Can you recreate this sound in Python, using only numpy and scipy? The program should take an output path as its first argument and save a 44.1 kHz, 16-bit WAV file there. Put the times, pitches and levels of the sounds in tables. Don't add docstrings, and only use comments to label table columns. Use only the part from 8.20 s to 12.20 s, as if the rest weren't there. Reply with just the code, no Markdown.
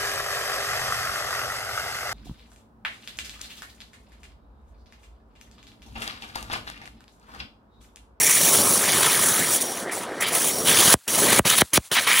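import sys
import numpy as np
from scipy import signal
from scipy.fft import rfft, irfft, next_fast_len
from scipy.io import wavfile
from scipy.ndimage import uniform_filter1d, map_coordinates

SR = 44100
rng = np.random.default_rng(int(sys.argv[2]) if len(sys.argv) > 2 else 0)


def wav_record(signal):
    frames = np.transpose(np.atleast_2d(signal))
    bounded = np.clip(frames, -1, 1)
    quanta = np.round(bounded * 32767).astype(np.int16)
    wavfile.write(sys.argv[1], SR, quanta)


N = 176400


def amp(db):
    return 10 ** (np.asarray(db) / 20)


def unit(x):
    return x / np.sqrt(np.mean(x ** 2) + 1e-20)


def along(points, hz):
    point_hz, value = np.transpose(points)
    return np.interp(np.log(hz + 1), np.log(point_hz + 1), value)


def curves(rows):
    time_s, *columns = np.transpose(rows)
    return np.array([np.interp(np.arange(N) / SR, time_s, column) for column in columns])


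def wobble(knots_per_s):
    return map_coordinates(rng.standard_normal(8192), [np.arange(N) * knots_per_s / SR], mode="wrap")


def filtered(x, response):
    size = next_fast_len(N + SR // 2)
    return irfft(rfft(x, size) * response(np.fft.rfftfreq(size, 1 / SR)), size)[:N]


def coloured(x, spectrum):
    return unit(filtered(x, lambda hz: amp(along(spectrum, hz))))


def lift(resonances, hz):
    return sum(db * np.exp(-((hz - centre) / width) ** 2) for centre, width, db in resonances)


def spray(patchy_db, spit_db):
    z = signal.stft(rng.standard_normal(N), nperseg=512)[2]
    field = uniform_filter1d(rng.standard_normal(z.shape), size=7, axis=0)
    field = uniform_filter1d(field, size=5, axis=1)
    patchy = signal.istft(z * amp(patchy_db * unit(field)), nperseg=512)[1][:N]
    return unit(patchy * amp(spit_db * wobble(700)))


def bubbles(count, hz, spread, cycles, scatter_db):
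    when, pitch, size = rng.random(count), rng.standard_normal(count), rng.exponential(size=count)
    t = np.arange(700) / SR
    ring_hz = np.clip(hz * np.exp(spread * pitch), 200, 15000)
    turns = ring_hz[:, None] * t
    ring_gain = amp(scatter_db * np.minimum(size, 4))[:, None]
    rings = ring_gain * np.sin(2 * np.pi * turns) * amp(-60 * turns / cycles)
    at = (when * N).astype(int)[:, None] + np.arange(len(t))
    return unit(np.bincount(at.ravel(), rings.ravel(), N)[:N])


def room(x):
    # freq_hz, t60_s
    decay_t60 = [(100, 0.089), (500, 0.055), (3000, 0.045), (12000, .03)]
    hz, t, z = signal.stft(rng.standard_normal(SR // 3), SR, nperseg=256)
    decay = amp(-60 * t / along(decay_t60, hz)[:, None])
    tail = signal.istft(z * decay, SR, nperseg=256)[1]
    delayed = np.pad(tail, (200, 0))
    return signal.fftconvolve(x, delayed / np.linalg.norm(tail))[:N]


def trickle():
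    # freq_hz, level_db
    trickle_spectrum = [(20, -45), (45, -27), (90, -4), (300, -12), (1200, -2), (2500, -4.5), (4200, -1),
                        (5300, -3), (8000, 1.5), (10000, 2), (11800, -2), (15500, -12)]
    # time_s, level_db
    trickle_level = [(2.8, -54), (3.23, -52), (3.46, -46), (3.51, -52), (3.62, -50), (3.665, -44),
                     (3.7, -54.5)]
    drops = bubbles(count=900, hz=4440, spread=.6, cycles=39, scatter_db=1)
    runnel = coloured(spray(patchy_db=0.0, spit_db=-2), trickle_spectrum)
    return amp(curves(trickle_level)[0]) * (runnel + amp(-11) * drops)


def puff():
    # freq_hz, level_db
    puff_spectrum = [(60, -26), (300, -5), (1200, 3), (2500, -5), (5000, -29), (15000, -45)]
    swell_s, level_db = 0.0049, -36
    t = np.arange(N) / SR
    swell = sum(np.exp(-abs(t - start) / swell_s) for start, stop, rise in JET_RUNS)
    return amp(level_db) * swell * coloured(rng.standard_normal(N), puff_spectrum)


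def shut_offs():
    # start_s, level_db, cycles per e-fold of time, decay_s
    chirps = [(2.741, -2, 0.89, .007), (3.1939, -2.5, 1.1, 0.0099), (3.4189, -2, 1.03, 0.0065),
              (3.577, -4, 0.97, 0.0091)]
    start_hz, knee_s, rise_s = 4150, 0.0018, 0.000092
    out = np.zeros(N)
    for start_s, level_db, cycles, decay_s in chirps:
        t = np.maximum(np.arange(N) / SR - start_s, 0)
        phase = 2 * np.pi * cycles * np.log1p(t * start_hz / cycles)
        envelope = (1 - np.exp(-t / rise_s)) * np.exp(-t / decay_s) / np.sqrt(1 + t / knee_s)
        out += amp(level_db) * np.sin(phase) * envelope
    return out


def whistle():
    # time_s, level_db
    whistle_level = [(0, -29), (.35, -34), (.6, -37), (1.3, -41), (1.52, -38), (1.68, -63), (2.1, -57),
                     (2.36, -36), (2.55, -40), (2.92, -36), (3.3, -52)]
    centre_hz, half_width_hz = 5646, 100
    band = filtered(rng.standard_normal(N), lambda hz: 1 / (1 + ((hz - centre_hz) / half_width_hz) ** 2))
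    return amp(curves(whistle_level)[0]) * unit(band)


def hiss(level_db):
    # freq_hz, level_db
    hiss_spectrum = [(1200, -30), (3500, -9), (4600, -6.5), (5100, -7.5), (6400, 0.5), (7200, 0),
                     (7900, 0.5), (8450, -1.5), (9400, 1), (10700, 0), (11500, -4), (12600, -5.5),
                     (14000, -3.5), (15400, -2)]
    # centre_hz, width_hz, lift_db
    nozzle = [(5700, 270, 3.5), (6310, 82, 1.5), (8930, 110, 4), (9670, 500, 5), (10380, 360, 4.5)]
    muffle_below_db, muffle_db_per_db, muffle_hz = -28, 0.81, 10500
    fine = spray(patchy_db=2.0, spit_db=1.5)
    x = unit(filtered(fine, lambda hz: amp(along(hiss_spectrum, hz) + lift(nozzle, hz))))
    top = filtered(x, lambda hz: 1 / (1 + (muffle_hz / (hz + 1)) ** 20))
    top_db = muffle_db_per_db * np.minimum(level_db - muffle_below_db, 0)
    return amp(level_db) * (x - top + top * amp(top_db))


def roar(flood):
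    # freq_hz, level_db
    roar_spectrum = [(20, -46), (38, -40), (60, -16.5), (100, -3.5), (165, 0), (320, -0.5), (500, 0.5),
                     (800, -4), (1200, -9), (2200, -39), (5000, -70)]
    churn_spectrum = [(25, -65), (45, -40), (70, -19), (130, -12), (220, -4.5), (370, 1.5), (700, -1.5),
                      (1000, -7.5), (1600, -13), (4000, -58)]
    open_roar = np.sqrt(1 - flood) * coloured(spray(patchy_db=2, spit_db=1.5), roar_spectrum)
    churn = np.sqrt(flood) * coloured(spray(patchy_db=1.5, spit_db=1), churn_spectrum)
    gurgle = bubbles(count=900, hz=432, spread=0.32, cycles=15, scatter_db=3)
    return open_roar + churn + amp(-13.5) * gurgle


def kerf(x, flood):
    # time_s, centre_hz, lift_db
    kerf_resonance = [(0, 2100, 14), (.25, 2176, 0), (.33, 1200, -2), (.46, 1130, 8), (.58, 1420, 7),
                      (.7, 2200, 1), (.85, 1470, 3), (.96, 1700, 5), (1.08, 1380, 6), (1.24, 1800, 11),
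                      (1.34, 1140, -8), (1.55, 1150, -5), (1.64, 1480, 11), (1.715, 2070, 12),
                      (1.77, 1150, -3), (1.86, 1170, 4), (1.92, 1770, 14), (1.97, 1400, 6),
                      (2.025, 2250, 11), (2.05, 3160, 7), (2.16, 1488, -4), (2.29, 3200, 9),
                      (2.36, 1050, -9), (2.47, 3200, 5), (2.68, 2185, -2), (2.97, 1310, -0.5),
                      (3.16, 1850, 3), (3.3, 2850, 2), (3.56, 3550, 1), (3.73, 2475, 1), (3.79, 1900, 7.5),
                      (3.85, 2250, 3), (3.9, 2100, 8.5), (4.0, 2450, 8)]
    # freq_hz, level_db
    rasp_spectrum = [(150, -31), (500, -11.5), (900, -4), (1300, -3), (2000, -2), (2600, -2), (3300, 1),
                     (4300, -2.5), (5500, -6.5), (8000, -18), (16000, -55)]
    # centre_hz, width_hz, lift_db
    gap = [(990, 150, 3.5), (1273, 60, 5.5), (1443, 87, -2.5), (1530, 36, 2), (1844, 37, 3),
           (2250, 130, 1.5), (2690, 120, -2.5), (3090, 63, 2)]
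    width_octaves, skirt_octaves, skirt_db_per_octave = 0.46, 0.82, 5
    dull_db, dull_hz = 6.5, 2390
    hz, t, z = signal.stft(x, SR, nperseg=1024, noverlap=768)
    time_s, centre_hz, lift_db = np.transpose(kerf_resonance)
    octaves = np.log2((hz[:, None] + 1) / np.interp(t, time_s, centre_hz))
    peak_db = np.interp(t, time_s, lift_db) * np.exp(-(octaves / width_octaves) ** 2)
    skirt_db = skirt_db_per_octave * np.minimum(octaves + skirt_octaves, 0)
    above = 1 / (1 + (dull_hz / (hz + 1)) ** 10)
    dull = np.outer(above, np.interp(t, np.arange(N) / SR, flood ** 2))
    fixed_db = along(rasp_spectrum, hz) + lift(gap, hz)
    gain = amp(fixed_db[:, None] + peak_db + skirt_db - dull_db * dull)
    gain /= np.linalg.norm(gain, axis=0)
    return unit(signal.istft(z * gain, SR, nperseg=1024, noverlap=768)[1][:N])


def rasp(flood):
    spatter = bubbles(count=2500, hz=2125, spread=0.451, cycles=23, scatter_db=4)
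    return kerf(spray(patchy_db=2.4, spit_db=1.5) + amp(-13) * spatter, flood)


def valve_and_levels():
    # time_s, roar_db, rasp_db, hiss_db (before the trims in jet)
    run_levels = [
        [(0, -33, -29.5, -19), (.09, -36.5, -27, -17), (.22, -30, -27, -16.5), (.4, -26, -29, -18),
         (.56, -30.5, -31.5, -19.5), (.68, -29.5, -25, -21), (.95, -30.5, -26, -20.5),
         (1.09, -30.5, -28.5, -20), (1.22, -31, -29.5, -23), (1.28, -33.5, -30.5, -24.5),
         (1.36, -32, -32.5, -17.5), (1.4, -34.5, -35.5, -30), (1.418, -37, -37, -17),
         (1.435, -32.5, -40, -30.5), (1.6, -35, -37.5, -31.5), (1.645, -30.5, -38.5, -36),
         (1.665, -32.5, -40.5, -47), (1.71, -35, -31, -48), (1.722, -34.5, -34, -30.5),
         (1.79, -33, -40.5, -31.5), (1.84, -38.5, -36, -35.5), (1.865, -36, -41.5, -49),
         (1.92, -33, -38.5, -48), (1.945, -37, -40.5, -50), (2.0, -33, -40, -44), (2.01, -32, -28.5, -24.5),
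         (2.03, -32, -23.5, -25), (2.055, -34, -29, -39), (2.085, -33, -28, -22.5), (2.11, -31.5, -31.5, -33),
         (2.15, -30.5, -28, -18), (2.21, -34.5, -32.5, -23.5), (2.3, -31.5, -30.5, -20), (2.33, -33, -39, -28),
         (2.445, -28.5, -37, -28), (2.475, -26.5, -20, -17), (2.52, -26, -22, -18), (2.6, -26, -21, -16),
         (2.72, -30, -20.5, -14.5), (2.735, -28.5, -20, -13.5)],
        [(2.882, -37, -30.5, -26), (2.925, -33, -34, -23), (2.945, -32, -26.5, -21.5),
         (3.01, -24.5, -26.5, -17), (3.08, -24.5, -23.5, -20), (3.166, -24.5, -20.5, -19),
         (3.19, -22.5, -24, -18.5)],
        [(3.256, -24.5, -21.5, -21), (3.272, -30, -21.5, -20), (3.298, -38, -24, -20), (3.332, -28, -19.5, -22),
         (3.37, -37, -29.5, -23), (3.386, -30, -19, -14), (3.4, -30, -24, -25), (3.416, -23, -18.5, -14)],
        [(3.536, -23, -24, -17), (3.554, -42, -23, -19.5), (3.574, -26, -17, -17.5)],
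        [(3.72, -31, -23, -23.5), (3.745, -42, -26, -23), (3.783, -40, -15.5, -29), (3.82, -38, -29.5, -26),
         (3.846, -44, -27, -30), (3.865, -42, -34, -32), (3.872, -38, -21, -25), (3.902, -36, -17, -21),
         (3.95, -35, -22, -21), (4.0, -42, -20.5, -17)],
    ]
    close_s = 0.00045
    t = np.arange(N) / SR
    valve, levels = np.zeros(N), curves(run_levels[0])
    for (start, stop, rise), rows in zip(JET_RUNS, run_levels):
        valve += np.clip((t - start) / rise, 0, 1) * np.clip((stop - t) / close_s + 1, 0, 1)
        levels = np.where(t >= start, curves(rows), levels)
    return valve, levels


def jet():
    # time_s, depth (0-1)
    flood_depth = [(1.15, 0.1), (1.45, .85), (1.9, 1), (2.1, 0.85), (2.4, 0.57), (2.5, 0)]
    # time_s, boost_db
    spits = [(.102, 2), (0.164, 0.5), (0.338, 2.5), (0.833, 4), (.866, 5), (2.68, 5), (3.131, 4.5),
             (3.275, 4), (3.302, 6.5), (3.56, 1.5)]
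    spit_s = 0.0035
    t = np.arange(N) / SR
    valve, (roar_db, rasp_db, hiss_db) = valve_and_levels()
    flood = np.clip(curves(flood_depth)[0], 0, 1)
    spit_db = sum(db * np.exp(-((t - s) / spit_s) ** 2) for s, db in spits)
    flutter = amp(spit_db + 0.55 * wobble(60) + 0.82 * wobble(190))
    water = amp(roar_db - 0.5) * roar(flood) + amp(rasp_db + 0.87) * rasp(flood)
    treble = amp(0.3) * hiss(hiss_db + 0.71 * wobble(110)) + whistle()
    return valve * flutter * (water + treble)


# start_s, stop_s, rise_s
JET_RUNS = [(-.1, 2.7412, .004), (2.877, 3.1942, .002), (3.249, 3.419, 0.0069), (3.532, 3.577, .002),
            (3.714, 4.113, 0.0022)]


def scene():
    cutter = jet() + puff() + shut_offs()
    return np.tile(cutter + amp(-21.5) * room(cutter) + trickle(), (2, 1))


def record(dry):
    low_cut_hz, top_hz = 53, 15780
    thin = signal.sosfilt(signal.butter(2, low_cut_hz, "high", fs=SR, output="sos"), dry)
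    return np.array([filtered(x, lambda hz: hz < top_hz) for x in thin])


dry = scene()
out = record(dry)
wav_record(out)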